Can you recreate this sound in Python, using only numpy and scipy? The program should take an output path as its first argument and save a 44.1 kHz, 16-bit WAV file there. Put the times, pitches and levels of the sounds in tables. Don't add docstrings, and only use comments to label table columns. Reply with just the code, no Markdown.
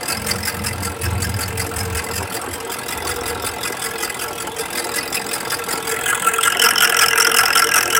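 import sys
import numpy as np
from scipy import signal
from scipy.fft import rfft, irfft, next_fast_len
from scipy.io import wavfile
from scipy.ndimage import uniform_filter1d, minimum_filter1d

SR = 44100
rng = np.random.default_rng(int(sys.argv[2]) if len(sys.argv) > 2 else 0)


def file_out(sig):
    cols = np.atleast_2d(sig).T
    lim = np.clip(cols, -1, 1)
    pcm = np.round(lim * 32767).astype(np.int16)
    wavfile.write(sys.argv[1], SR, pcm)


N = 352359

# time in seconds, closeness from 0 (far off) to 1 (at the tool).
MIC_PATH = [(0, 0.25), (5.85, 0.27), (6.05, 0.5), (6.33, 0.52), (6.6, .9), (8, .92)]

# frequency in Hz, relative spectral level in dB.
RUMBLE_SPECTRUM = [(25, -24), (48, -9), (70, -2), (130, -0.5), (200, -6.5), (300, -0.5), (410, -5.5),
                   (540, -6), (850, 1.5), (1100, -2.5), (1600, -17.5), (2500, -8), (4200, -15),
                   (15000, -49)]
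# multiple of 120 Hz, relative level in dB.
HUM_HARMONICS = [(1, -50), (2, -54), (4, -42.5), (5, -48.5), (6, -55)]
# frequency in Hz, relative level in dB, width in Hz.
MESH_TONES = [(450.6, 1, 3.65), (455, -3.5, 11), (470.5, -3, 3.8)]
# frequency in Hz, relative level in dB, width in Hz.
GEAR_TONES = [(79.3, -13, 3.9), (291.4, -1.5, 3.2), (345, 1.5, 5.9), (356, -5, 1.4), (387.4, -3.5, 2.2),
              (506, -3, 4.5), (570, 0.5, 3.8), (714, 1.5, 12), (875, -1.5, 9.8), (1367, -12, 8.4)]
# frequency in Hz, width in Hz, relative level in dB.
CASTING_MODES = [(258.3, 15, -4.5), (311, 56, -5), (389, 25, -1), (473, 49, 1), (726, 37, -3.5),
                 (790, 42, -3.5), (846, 28, -1.5), (938, 35, -1), (1113, 27, -1), (1360, 45, 1),
                 (1560, 46, -6)]
# time in seconds, main mesh level in dB, clatter level in dB.
GEAR_LEVELS = [(0, -40.5, -39), (.8, -40.5, -36), (2, -35, -35.5), (3.2, -38.5, -29), (4.3, -36, -35.5),
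               (5.5, -34.5, -32), (6.6, -33, -35), (8, -31, -35.5)]

# multiple of its beat rate, then relative level in dB at its
DRONE_PARTIALS = [(3, -12, -31, -2), (4, -2.5, 1, 2.5), (5, -6.5, -2.5, -3.5), (6, -15, -19, -35),
                  (7, -14, -17.5, -31), (8, -29, -26, -28), (9, -5, -16.5, -17), (10, -5.5, -27, -36)]
# start in seconds, time until release in seconds, level in dB.
DRONE_SURGES = [(.1, 0.33, -28.5), (0.504, 0.39, -25.5), (0.986, 0.36, -20.5), (1.396, 0.23, -25),
                (1.69, 0.28, -26.5), (2.068, 0.14, -27), (2.42, 0.085, -35), (2.9, 0.63, -39)]

# time in seconds, turns per minute.
SPINDLE_SPEED = [(0, 321.2), (1.5, 320.8), (4, 321.1), (6.2, 321.75), (8, 320.8)]
# start and length in turns, relative pressure in dB from afar and
# close up, then extra disc ring, rasp and squeal in dB.
RIM_SPOTS = [(0.028, 0.036, -1.5, 0, 0, -2.5, -1.5), (.171, 0.019, -4.5, -1.5, 1, -1.5, -1.5),
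             (.287, .019, -0.5, -1, 2, 1, 2), (.419, .034, -6, -0.5, -0.2, 0.5, 3),
             (0.541, 0.051, 1.5, -0.5, -1.9, 3, -3), (0.65, 0.071, 3.5, 0.5, -.8, -3, -5.5),
             (0.756, 0.064, 0, -1.5, 0.3, -2, 3.5), (0.912, 0.03, -7, 0, 2.7, -2, 2)]
# time in seconds, load in dB above normal.
TOOL_LOAD = [(0, 1.5), (.4, 2.5), (.7, 0), (1.0, -2.4), (1.35, 0.5), (1.8, -0.5), (2.25, -0.2), (2.55, -4),
             (3.0, 0.2), (3.25, -1), (3.7, -0.5), (4.05, 0.5), (4.5, -4), (4.75, 1.4), (5.25, 1.5),
             (5.8, .7), (7.4, 1.7), (8, 0)]
# frequency in Hz, relative spectral level in dB.
CHIP_FAR = [(1500, -4), (3000, -3), (4200, -9), (5800, 0.5), (6900, -12), (7800, -9.5), (8600, 4),
            (9400, -4), (10700, 3), (12300, -6), (15000, -3.5), (16000, -18)]
CHIP_MIDWAY = [(1500, 0.5), (3200, -10), (4100, -13), (5500, -20), (6400, -6), (7200, -0.5), (7900, 5.5),
               (8900, -0.5), (9600, -2), (10700, -1.5), (12200, -12.5), (14800, -4), (15700, -6.5)]
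CHIP_NEAR = [(1500, 2.5), (3200, 3.5), (4100, -16), (5000, -29), (6000, 4.5), (6900, -4), (8300, 6.5),
             (9500, 1.5), (11300, 2.5), (12500, 0), (14500, -2.5), (15700, -7)]
# frequency and width in Hz, then relative level in dB from
RING_MODES = [(734, 80, -5, -10.5), (953, 81, -10.5, -13), (1348, 44, 0.5, 2.5), (1430, 100, -21, 2),
              (1636, 45, -2.5, 0.5), (1654, 90, -8, -4), (2020, 76, -1.5, -3), (2214, 83, 2.5, -38),
              (2575, 110, 1.5, -16), (3193, 62, -29, -17.5)]
# time in seconds, centre in Hz, extra level in dB.
RASP_PATH = [(0, 2487, -15), (2.2, 2604, 0), (2.8, 3494, 0.5), (3.3, 3676, 2.5), (4.3, 3014, 2),
             (4.9, 3890, 0.5), (5.6, 3510, -1), (6.6, 2846, 4), (8, 2792, -1.5)]
# closeness, then hiss, ring, rasp and squeal in dB.
CUT_LEVELS = [(.24, -29.5, -31.5, -41, -33.5), (.52, -24.5, -22, -33.5, -51.5),
              (.9, -21.5, -18.5, -25.5, -25)]


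def from_db(db):
    return 10 ** (np.asarray(db) / 20)


def unit_power(x):
    return x / np.sqrt(np.mean(x ** 2) + 1e-20)


def in_time(rows):
    seconds, *columns = np.transpose(rows)
    return [np.interp(np.arange(N) / SR, seconds, column) for column in columns]


def cycles(hz):
    return np.cumsum(hz * np.ones(N)) / SR


def drift(rate_hz):
    step, settle = 40, 2000
    pole = np.exp(-2 * step * np.pi * rate_hz / SR)
    noise = rng.standard_normal(N // step + settle + 2)
    slow = signal.lfilter([1], [1, -2 * pole, pole * pole], noise)[settle:]
    return np.interp(np.arange(N) / step, np.arange(len(slow)), unit_power(slow))


def colour(x, spectrum):
    size = next_fast_len(N)
    hz, db = np.transpose(spectrum)
    bin_hz = np.arange(size // 2 + 1) * SR / size
    gain = from_db(np.interp(np.log(bin_hz + 1), np.log(hz), db))
    return unit_power(irfft(rfft(x, size) * gain, size)[:N])


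def resonate(x, hz, width_hz):
    radius = np.exp(-np.pi * width_hz / SR)
    feedback = [1, -2 * radius * np.cos(2 * np.pi * hz / SR), radius * radius]
    return unit_power(signal.lfilter([1, 0, -1], feedback, x + 1e-18))


def band(x, low_hz, high_hz):
    return signal.sosfilt(signal.butter(4, [low_hz, high_hz], "band", fs=SR, output="sos"), x)


def grains(per_s, spread_db):
    sizes = from_db(spread_db * np.minimum(rng.exponential(1, N), 4)) * rng.choice([-1, 1], N)
    return unit_power(sizes * (rng.random(N) < per_s / SR))


def echoes(x, t60_s):
    t = np.arange(SR // 2) / SR
    tails = rng.standard_normal((2, len(t))) * from_db(-60 * t / t60_s) * (t > .002)
    tails /= np.sqrt(np.sum(tails ** 2, axis=1, keepdims=True))
    here, there = signal.fftconvolve(x[None], tails, axes=1)[:, :N]
    sway = 2 * drift(1)
    return here * np.cos(sway) + there * np.sin(sway)


def workshop(x, close):
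    bed, room = from_db(3 - 16.5 * close), from_db(-7.5 - 10.5 * close)
    heard = x + bed * echoes(x, t60_s=.038) + room * echoes(x, t60_s=.22)
    return heard / np.sqrt(1 + bed ** 2 + room ** 2)


def motor_hum():
    angle = 2 * np.pi * cycles(120)
    return sum(from_db(db + 5.1 * drift(6.6)) * np.sqrt(2) * np.sin(k * angle + .25 * drift(.84))
               for k, db in HUM_HARMONICS)


def gear_cover(surge):
    panel = resonate(grains(per_s=200, spread_db=1.5), hz=189.4, width_hz=30)
    strength = np.hypot(from_db(-45 + 3 * drift(5.2)), from_db(-12.5) * surge)
    return strength * band(panel, 139, 290)


def gear_whine(tones, throb_db):
    whine = 0
    for hz, db, width_hz in tones:
        angle = 2 * np.pi * cycles(hz)
        tone = (.72 + drift(width_hz)) * np.cos(angle) + drift(width_hz) * np.sin(angle)
        whine += from_db(db) * unit_power(tone)
    return unit_power(whine * from_db(throb_db * drift(9)))


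def gear_clatter():
    knocks = grains(per_s=110, spread_db=3.5)
    casting = sum(from_db(db) * resonate(knocks * rng.standard_normal(N), hz, width_hz)
                  for hz, width_hz, db in CASTING_MODES)
    return unit_power(band(casting, 117, 2260))


def headstock(close, surge, wheel_turns_per_s=3, first_tight_s=.28):
    mesh_db, clatter_db = in_time(GEAR_LEVELS)
    rumble = from_db(-35 + 2 * drift(29)) * colour(rng.standard_normal(N), RUMBLE_SPECTRUM)
    tight = np.cos(2 * np.pi * wheel_turns_per_s * (np.arange(N) / SR - first_tight_s))
    mesh = from_db(mesh_db + 4 * tight) * gear_whine(MESH_TONES, throb_db=4)
    gears = from_db(-36.5) * gear_whine(GEAR_TONES, throb_db=4.5)
    cover = gear_cover(surge)
    hum = from_db(-3.5 * (1 - close)) * motor_hum()
    clatter = from_db(clatter_db) * gear_clatter()
    off_axis = from_db(-2.5 * close)
    return off_axis * (rumble + gears + cover) + mesh + clatter + hum


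def drone_surges(attack_s=.084, release_s=.078):
    t = np.arange(N) / SR
    surge = 0
    for start, length, db in DRONE_SURGES:
        rise, fall = (t - start) / attack_s, 1 - (t - start - length) / release_s
        surge += from_db(db) * np.clip(np.minimum(rise, fall), 0, 1)
    return surge


def low_drone(surge, fastest_hz=22.2, slowest_hz=20.2, sag_start_s=.65, sag_hz_per_s=.72):
    t = np.arange(N) / SR
    beat_hz = np.clip(fastest_hz - sag_hz_per_s * (t - sag_start_s), slowest_hz, fastest_hz)
    angle = 2 * np.pi * cycles(beat_hz)
    tone = 0
    for k, fast_db, middle_db, slow_db in DRONE_PARTIALS:
        db = np.interp(beat_hz, [20.5, 21.1, 22, 22.2], [slow_db, middle_db, middle_db, fast_db])
        tone += from_db(db + 2 * drift(3.8)) * np.sin(k * angle + .89 * drift(8.1))
    idle = from_db(-46 - 1.8 * t)
    return (surge + idle) * unit_power(tone)


def spindle_turns(start_turn=.1212):
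    rpm, = in_time(SPINDLE_SPEED)
    return start_turn + cycles(rpm / 60)


def level_per_turn(x, level_db):
    turn_samples = round(SR * 60 / SPINDLE_SPEED[0][1])
    power = uniform_filter1d(uniform_filter1d(x ** 2, turn_samples), turn_samples)
    return x / np.sqrt(np.maximum(power, 1e-12)) * from_db(level_db)


def by_spot(values):
    middles = [start + length / 2 for start, length, *_ in RIM_SPOTS]
    return np.interp(spindle_turns(), middles, values, period=1)


def per_bite(spread):
    bite = (len(RIM_SPOTS) * spindle_turns()).astype(int)
    return spread * uniform_filter1d(rng.standard_normal(bite[-1] + 1)[bite], size=100)


def tool_pressure(close, jitter_turns=.0036, stretch=.15, uneven_db=1.6):
    turns = spindle_turns()
    turn = turns.astype(int)
    edge_turns = np.interp(close, [0, 1], [.0069, .0032])
    pressure = from_db(-23.5 - 2 * close)
    for start, length, far_db, near_db, *_ in RIM_SPOTS:
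        late, longer, harder = rng.standard_normal((turn[-1] + 1, 3))[turn].T
        past_middle = turns - turn - start - length / 2 - jitter_turns * late
        depth = length / 2 * (1 + stretch * longer) - np.abs(past_middle)
        touch = .5 + .5 * np.tanh(depth / edge_turns)
        pressure += touch * from_db(far_db + (near_db - far_db) * close + uneven_db * harder)
    return pressure


def ping(force, centre_hz, scatter_hz, half_width_hz, uneven_db, pure):
    push = force * from_db(per_bite(uneven_db)) * (pure + rng.standard_normal((2, N)))
    swing = signal.sosfilt(signal.butter(2, half_width_hz, fs=SR, output="sos"), push)
    angle = 2 * np.pi * cycles(centre_hz + per_bite(scatter_hz))
    return swing[0] * np.cos(angle) + swing[1] * np.sin(angle)


def tool_squeal(pressure, close, far_hz=4726, near_hz=5470):
    force = by_spot([from_db(squeal_db) for *_, squeal_db in RIM_SPOTS]) * pressure ** 1.94
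    hz = far_hz + (near_hz - far_hz) * close
    return ping(force, hz, scatter_hz=190.8, half_width_hz=274, uneven_db=3, pure=.076)


def disc_rasp(pressure, hz):
    force = by_spot([from_db(rasp_db) for *_, rasp_db, _ in RIM_SPOTS]) * pressure ** .46
    return ping(force, hz, scatter_hz=189, half_width_hz=158, uneven_db=2.5, pure=.027)


def disc_ring(pressure, close, share_db=4.5, flex_s=.00097):
    force = pressure ** .58
    force = np.pad(force, (round(flex_s * SR), 0))[:N]
    ring = 0
    for hz, width_hz, far_db, near_db in RING_MODES:
        gain = from_db(far_db + (near_db - far_db) * close + per_bite(share_db))
        ring += gain * resonate(force * rng.standard_normal(N), hz, width_hz)
    accent = by_spot([from_db(ring_db) for *_, ring_db, _, _ in RIM_SPOTS])
    return accent * band(band(ring, 547, 3700), 547, 3700)


def chip_hiss(pressure, close, patchy_db=2.5):
    edges_hz = np.geomspace(1200, 16500, 15)
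    fractures = [grains(per_s=18000, spread_db=1.5) for _ in range(2)]
    tearing = sum(band(fractures[k % 2], low, high) * from_db(per_bite(patchy_db))
                  for k, (low, high) in enumerate(zip(edges_hz, edges_hz[1:])))
    tearing *= from_db(2 * drift(330))
    far, near = np.clip(1 - 2 * close, 0, 1), np.clip(2 * close - 1, 0, 1)
    blend = [(far, CHIP_FAR), (1 - far - near, CHIP_MIDWAY), (near, CHIP_NEAR)]
    return pressure * sum(share * colour(tearing, spectrum) for share, spectrum in blend)


def cutting(close):
    load_db, = in_time(TOOL_LOAD)
    rasp_hz, rasp_extra_db = in_time(RASP_PATH)
    places, *levels = np.transpose(CUT_LEVELS)
    hiss_db, ring_db, rasp_db, squeal_db = [np.interp(close, places, db) for db in levels]
    pressure = tool_pressure(close)
    squeal = level_per_turn(tool_squeal(pressure, close), squeal_db + 2.35 * load_db)
    rasp = level_per_turn(disc_rasp(pressure, rasp_hz), rasp_db + rasp_extra_db + .43 * load_db)
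    hiss = level_per_turn(chip_hiss(pressure, close), hiss_db + load_db)
    ring = level_per_turn(disc_ring(pressure, close), ring_db + 1.12 * load_db)
    return hiss + ring + rasp + squeal


def scene():
    close, = in_time(MIC_PATH)
    surge = drone_surges()
    return (workshop(cutting(close), close) + headstock(close, surge) + low_drone(surge))[None]


def record(dry):
    ceiling, hold = .85, round(.003 * SR)
    gain = ceiling / np.maximum(np.abs(dry), ceiling)
    gain = uniform_filter1d(minimum_filter1d(gain, hold), hold)
    return signal.sosfilt(signal.ellip(12, .1, 80, 16000, fs=SR, output="sos"), gain * dry)


dry = scene()
out = record(dry)
file_out(out)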